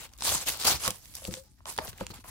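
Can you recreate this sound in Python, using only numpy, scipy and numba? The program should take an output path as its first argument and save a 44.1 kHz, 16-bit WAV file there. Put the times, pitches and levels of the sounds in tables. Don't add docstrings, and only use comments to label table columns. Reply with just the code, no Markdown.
import sys
import numpy as np
from scipy import signal
from scipy.fft import rfft, irfft
from scipy.io import wavfile
from scipy.ndimage import uniform_filter1d
from numba import njit

SR = 44100
rng = np.random.default_rng(int(sys.argv[2]) if len(sys.argv) > 2 else 0)


def voltage_ratio(decibels):
    exponent = np.asarray(decibels, float) / 20
    return 10 ** exponent


def store_pcm(level_fs):
    pcm = np.round(np.clip(level_fs, -1, 1) * 32767).astype(np.int16)
    wavfile.write(sys.argv[1], SR, np.atleast_2d(pcm).T)


N = 101430

PORT_LAG_S, LAG_SPREAD_S = -0.000074, 0.00008
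TREBLE_TOP_HZ = 15650
TABLE_PAN_DB = 3.5


def unit(x):
    return x / np.sqrt(np.mean(x ** 2))


def curve(table):
    times, values = np.array(table, float).T
    return np.interp(np.arange(N) / SR, times, values)


def colour_db(points, hz):
    freqs, levels = np.array(points, float).T
    return np.interp(np.log(np.maximum(hz, 1)), np.log(freqs), levels)


def noise(points, side):
    gain = voltage_ratio(colour_db(points, np.arange(N // 2 + 1) * SR / N))
    mid, dif = irfft(rfft(rng.standard_normal((2, N))) * gain, N)
    return unit(np.array([mid + side * dif, mid - side * dif]))


def walk(rate):
    hold = int(SR / rate)
    steps = np.repeat(rng.standard_normal(N // hold + 1), hold)
    return unit(uniform_filter1d(steps, hold)[:N])


@njit
def rings(n, start, turn, fade, size):
    out = np.zeros(n)
    for g in range(len(start)):
        first = int(np.ceil(start[g]))
        pole = np.exp(complex(-fade[g], turn[g]))
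        z = size[g] * np.exp(complex(-fade[g], turn[g]) * (first - start[g]))
        for k in range(first, min(n, first + int(6 / fade[g]))):
            if k >= 0:
                out[k] += z.imag
            z *= pole
    return out


def grains(s, hz, t60, size, pan_db, lag_s):
    hz = np.clip(hz, 20, 0.45 * SR)
    turn = 2 * np.pi * hz / SR
    fade = np.log(1000) / (t60 * SR)
    return np.array([rings(N, (s + e * lag_s / 2) * SR, turn, fade, size * voltage_ratio(e * pan_db / 2))
                     for e in (1.0, -1.0)])


def top_cut(x, hz):
    return signal.sosfilt(signal.ellip(8, 0.2, 75, hz, fs=SR, output="sos"), x)


# start_s, peak_s, end_s, level_db, strongest pitch_hz
PULLS = [(-.05, 0.035, 0.091, -41.5, 2110), (.03, .15, 0.2, -60, 2000), (0.168, 0.233, 0.37, -46, 4950),
         (0.208, 0.277, 0.4, -29.5, 5260), (0.25, 0.308, 0.44, -30.5, 6200),
         (0.35, 0.423, 0.46, -37.5, 3080), (0.442, 0.494, 0.54, -30.5, 5400),
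         (0.476, 0.518, 0.62, -38, 3160), (0.573, 0.604, 0.78, -38, 4100),
         (0.642, 0.651, 0.71, -25.5, 3000), (0.657, 0.674, 0.76, -25, 9500), (0.67, 0.71, 0.8, -27, 2430),
         (0.779, 0.812, 0.94, -40, 5000), (0.801, 0.859, 0.94, -31.5, 2300),
         (0.898, 0.912, 1.038, -48.5, 3830), (0.902, 1.062, 1.7, -57, 7640),
         (1.128, 1.167, 1.22, -49, 7700)]
# start_s, peak_s, end_s, level_db, strongest pitch_hz
LATER_PULLS = [(1.207, 1.27, 1.32, -47, 7100), (1.29, 1.33, 1.446, -49, 5700), (1.36, 1.43, 1.53, -65, 501),
               (1.54, 1.6, 1.93, -69.5, 2000), (1.649, 1.68, 1.714, -41.5, 1510),
               (1.656, 1.686, 1.8, -43.5, 7100), (1.764, 1.794, 1.95, -42.5, 1010), (1.8, 1.93, 2.3, -55, 2000),
               (1.81, 1.9, 1.91, -44.5, 3000), (1.893, 2, 1.7, -67, 1514), (1.969, 2.02, 2.057, -44.5, 2000),
               (2.022, 2.12, 2.12, -53.5, 2920), (2.137, 2.126, 2.253, -49.5, 2430),
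               (2.233, 2.251, 2.36, -49.5, 1190), (2.245, 2.305, 2.34, -47, 3110)]
# pitch_hz, density level_db per Hz
PAPER = [(150, -42), (250, -20.5), (635, -5.5), (1950, -8), (9070, 1.5), (15500, 3)]
# pitch_hz, width_octaves, gain_db
PANELS = [(990, 0.27, 6.5), (4500, 0.28, 3), (8800, 0.26, 2)]
# time_s, left minus right level_db
PLACE = [
    (0, 1.5),
    (.3, 0),
    (.66, 1.5),
    (.9, -3.5),
    (1.16, -2.5),
    (1.24, 1),
    (1.68, -3),
    (1.95, 1),
    (2.07, -3.5),
    (2.3, 3),
]
GRAINS_PER_S = 26000
REST_DB = -79


def crackle():
    r = rng.random((int(GRAINS_PER_S * N / SR), 4)).T
    g = rng.standard_normal((len(r[0]), 3)).T
    s, at = r[0] * N / SR, (r[0] * N).astype(int)
    hz = 280 * 58 ** r[1] ** 0.613
    t60 = 5.5 / hz * 2 * np.exp(0.63 * g[0])
    db = colour_db(PAPER, hz) + 10 * np.log10(hz) - 1.3 * np.log10(hz / 4000)
    db = db - 2.5 * np.log(r[2] + 0.02)
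    for panel_hz, octaves, gain_db in PANELS:
        db = db + gain_db * np.exp(-(np.log2(hz / panel_hz) / octaves) ** 2)
    mottle = np.array([walk(30) for _ in range(16)])
    db = db + 3.8 * mottle[(r[1] * 16).astype(int), at]
    db = db + 1.2 * walk(250)[at] + 1.3 * walk(70)[at]
    size = voltage_ratio(db) * np.sign(r[3] - 0.5)
    size = size / np.sqrt(np.mean(size ** 2 * t60) * GRAINS_PER_S / 28)
    power = voltage_ratio(2 * REST_DB)
    for start, peak, end, level_db, patch_hz in PULLS + LATER_PULLS:
        corners = [start, max(peak, start + 0.002), max(end, peak + 0.004)]
        swell = np.sin(np.pi / 2 * np.interp(s, corners, [0, 1, 0])) ** 2
        patch_db = 8.5 * (np.exp(-(np.log2(hz / patch_hz) / 1.74) ** 2) - 0.5)
        power = power + (swell * voltage_ratio(level_db + patch_db)) ** 2
    size = size * np.sqrt(power) * voltage_ratio(-0.05)
    pan_db = curve(PLACE)[at] + 6 * g[1]
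    return top_cut(grains(s, hz, t60, size, pan_db, PORT_LAG_S + LAG_SPREAD_S * g[2]), TREBLE_TOP_HZ)


# time_s, peak level_db, pitch_hz
SNAPS = [(0.0912, -45.5, 4600), (0.1359, -38, 5430), (0.1865, -35.5, 7500), (0.2078, -25, 5440),
         (0.2224, -19, 4770), (0.2507, -15.5, 6700), (0.486, -16.5, 4700), (0.636, -19, 3400),
         (0.6504, -15, 9300), (0.8784, -11, 7310), (0.9058, -17.5, 7060), (1.056, -35.5, 5600),
         (1.1388, -39, 4100), (1.1528, -22.5, 9900), (1.2511, -22.5, 4200), (1.2733, -26, 8950),
         (1.324, -34.5, 3180), (1.3389, -19.5, 4500), (1.3681, -33, 2570), (1.6558, -26.5, 3160),
         (1.778, -20.5, 6500), (1.7874, -15.5, 2250), (1.8789, -26, 3000), (1.93, -34, 2400),
         (1.9824, -37, 3140), (2.0074, -30, 2900), (2.0665, -24, 4500), (.128, -49, 9500),
         (0.166, -48, 2850), (.178, -42, 10000), (0.2368, -23, 4800), (0.2922, -15, 4620),
         (.4718, -26.5, 4570), (.501, -21, 5000), (0.573, -28.5, 13000), (.598, -27, 8650),
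         (.6714, -15, 9310), (.886, -24, 11000), (1.168, -33, 9000), (1.184, -37, 3300), (1.232, -38, 4000),
         (1.3106, -36.5, 3050), (1.388, -42, 5500), (1.7643, -32, 5880), (1.8726, -31, 6300),
         (1.9778, -37, 8030), (2.047, -47, 5000), (2.094, -42, 9000), (2.104, -41.5, 12010),
         (2.142, -40, 11000), (2.241, -40, 3020), (2.279, -39, 3070)]
SNAP_DB, SNAP_S, SNAP_CYCLES = -5, 0.001, 8.66
SNAP_TAIL_DB, SNAP_TAIL_S = -11, 0.0024


def snaps():
    s, db, pitch = np.repeat(np.array(SNAPS, float), 30, axis=0).T
    r, g = rng.random((len(s), 3)).T, rng.standard_normal((len(s), 3)).T
    number = np.arange(len(s))
    tail = number % 3 == 0
    late = np.where(tail, -SNAP_TAIL_S * np.log(r[0] + 0.0083), SNAP_S * r[0])
    hz = 1000 * 16.3 ** (((number % 30 + r[2]) / 30) ** 0.583)
    off_pitch_db = 7 * np.abs(np.log2(hz / pitch)) ** 1.62
    size = voltage_ratio(db + SNAP_DB + tail * SNAP_TAIL_DB - off_pitch_db)
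    size = size * np.sign(r[1] - 0.5) * np.sqrt(hz / 6000)
    pan_db = curve(PLACE)[(s * SR).astype(int)] + 0.61 * g[1]
    return grains(s + late, hz, 2 * SNAP_CYCLES / hz, size, pan_db, PORT_LAG_S + LAG_SPREAD_S * g[2])


# time_s, peak level_db, pitch_hz
POPS = [(0.221, -26.5, 962), (.255, -31, 1120), (.292, -30, 940), (.32, -28.5, 600), (.424, -38, 750),
        (.48, -31, 1070), (.677, -21.5, 690), (.68, -18, 1210), (.851, -24, 1300), (0.652, -25, 670),
        (0.702, -19.5, 750), (0.877, -17, 1120), (1.183, -46, 657), (1.22, -37.5, 602), (1.251, -38.5, 580),
        (1.605, -47, 996), (1.657, -31, 993), (1.711, -38.5, 980), (1.786, -14.5, 894), (1.878, -36, 664),
        (2.01, -24.5, 917), (2.104, -37, 1200), (2.244, -39, 960), (1.167, -48, 890), (1.337, -42, 1010),
        (1.79, -27.5, 399), (1.93, -49, 400), (2.121, -45, 480), (1.929, -43, 1370), (1.97, -48, 800),
        (2.066, -39, 910), (2.135, -42, 942)]
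POP_PARTIALS = [1, .68, 1.4, 1.9, 2.5]
POP_DB, POP_CYCLES, POP_LAG_S = 2, 4.88, -0.0002


def pops():
    s, db, hz = np.repeat(np.array(POPS, float), 5, axis=0).T
    r, g = rng.random((len(s), 2)).T, rng.standard_normal((len(s), 2)).T
    upper = np.arange(len(s)) % 5 != 0
    hz = hz * np.tile(POP_PARTIALS, len(POPS)) * np.exp(0.05 * g[0] * upper)
    size = voltage_ratio(db + POP_DB + 6.5 - 9.0 * upper)
    late = 0.001366 * r[0] * upper
    pan_db = 2.1 + 1.9 * g[1]

    def ring(cycles):
        return grains(s + late, hz, 2 * cycles / hz, size, pan_db, POP_LAG_S + 0 * s)

    return ring(POP_CYCLES) - ring(POP_CYCLES * 0.5)


# time_s, thud peak level_db, hollow ring relative level_db
BUMPS = [
    (0.877, -31.5, 2),
    (1.282, -32, 2.5),
    (1.315, -37.5, -16),
    (1.786, -40, 12.5),
    (2.01, -29.5, 4.5),
    (2.103, -38.5, -9),
]
# pitch_hz, level_db, t60_s
TABLE = [(98.6, 4.5, 0.07), (125, -2.5, 0.056), (199.3, 3.5, 0.055), (331, -2, 0.053)]
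# pitch_hz, level_db, t60_s
HOLLOW = [(513.7, -4, 0.08), (401, -12, 0.053)]
BUMP_DB, HOLLOW_DB = -8, -6
DRAG_S, BUMP_PUSH_S = 0.00899, 0.0018


def bumps():
    s, db, hollow_db = np.repeat(np.array(BUMPS, float), 4, axis=0).T
    out = 0
    for modes, gain_db in ((TABLE, db + BUMP_DB), (HOLLOW, db + hollow_db + HOLLOW_DB)):
        for hz, mode_db, t60 in modes:
            g = rng.standard_normal((len(s), 4)).T
            late = DRAG_S * (np.arange(len(s)) % 4) * (1 + 0.301 * g[2]) / 2
            size = voltage_ratio(gain_db + mode_db - 320 * late + 2.0 * g[1])
            out = out + grains(s + late, hz * (1 + 0.018 * g[0]), t60 + 0 * s, size,
                               TABLE_PAN_DB + 4.3 * g[3], 0 * s)
    return uniform_filter1d(out, max(int(BUMP_PUSH_S * SR / 4), 1))


# time_s, peak level_db, pitch_hz
NUDGES = [(.217, -42, 73), (.274, -35, 72.6), (0.309, -35, 85), (.35, -29, 95), (.645, -33, 101),
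          (.69, -36, 200), (.715, -30, 189), (.74, -30, 70), (.905, -37, 190), (1.22, -47, 200),
          (1.37, -44, 180), (1.805, -40.5, 62), (1.875, -39, 109), (1.918, -41, 96), (2.012, -33, 71.6),
          (2.146, -41.5, 84), (2.186, -48, 250), (2.244, -45, 382), (2.272, -44, 92.1)]
# time_s, peak level_db, pitch_hz, t60_s
HUMS = [
    (1.222, -55, 545, .1),
    (1.283, -57, 1270, 0.085),
    (1.325, -52.5, 540, .1),
    (1.355, -51, 535, .15),
    (1.37, -42.5, 530, .07),
    (1.44, -69, 846, .15),
    (1.80, -43, 920, .05),
    (1.803, -43.5, 630, .07),
]
NUDGE_CYCLES = 5.56


def nudges():
    s, db, hz = np.array(NUDGES, float).T
    hum_s, hum_db, hum_hz, hum_t60 = np.array(HUMS, float).T
    events = [np.r_[s, hum_s], np.r_[db, hum_db], np.r_[hz, hum_hz], np.r_[NUDGE_CYCLES / hz, hum_t60]]
    s, db, hz, t60 = np.repeat(events, 3, axis=1)
    g = rng.standard_normal((len(s), 3)).T
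    s = s + 0.09 * t60 * (np.arange(len(s)) % 3)
    hz = hz * (1 + 0.014 * g[0])
    size = voltage_ratio(db + 2.5 + 2.7 * g[1])
    pan_db = TABLE_PAN_DB + 6.0 * g[2]

    def ring(decay):
        return grains(s, hz, decay, size, pan_db, 0 * s)

    return ring(t60) - ring(t60 * 0.27)


# time_s, level_db
RUMBLE = [(0, -55.5), (.15, -59.5), (.33, -48), (.45, -55), (.6, -54), (.74, -50), (.82, -53), (.9, -56.5),
          (1.2, -56), (1.55, -61), (1.95, -57), (2.05, -53.5), (2.3, -56)]
# pitch_hz, level_db per Hz
RUMBLE_COLOUR = [(13, -23.5), (22, -11), (48, 5.5), (71, 3.5), (182, -12), (318, -16), (400, -27.5),
                 (520, -53), (880, -120)]


def rumble():
    pan = np.array([[TABLE_PAN_DB], [-TABLE_PAN_DB]]) / 2
    return noise(RUMBLE_COLOUR, side=0.4) * voltage_ratio(curve(RUMBLE) + pan + 2.1 * walk(42))


WET_DB, ROOM_T60_S = -13, 0.2


def room(x):
    t = np.arange(SR // 3) / SR
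    tail = rng.standard_normal((2, len(t))) * 1000 ** (-t / ROOM_T60_S) * (t > 0.003)
    tail /= np.sqrt(np.sum(tail ** 2, axis=1, keepdims=True))
    return voltage_ratio(WET_DB) * signal.fftconvolve(x.mean(axis=0)[None], tail, axes=1)[:, :N]


# pitch_hz, level_db per Hz
ROOM_HISS = [(120, -30), (200, -6.5), (365, -23), (392, -29.5), (812, -39), (15500, -49.5)]
ROOM_HISS_DB = -74.5


def room_hiss():
    return voltage_ratio(ROOM_HISS_DB) * noise(ROOM_HISS, side=0.76)


def scene():
    bag = crackle() + snaps() + pops() + bumps() + nudges()
    return bag + rumble() + top_cut(room(bag) + room_hiss(), TREBLE_TOP_HZ)


def band_limit(x):
    return signal.sosfilt(signal.butter(12, 16820, fs=SR, output="sos"), x)


def record(dry):
    bass_cut = signal.butter(3, 41.7, "high", fs=SR, output="sos")
    mix = signal.sosfilt(bass_cut, top_cut(dry, 16450))
    return band_limit(mix)


dry = scene()
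out = record(dry)
store_pcm(out)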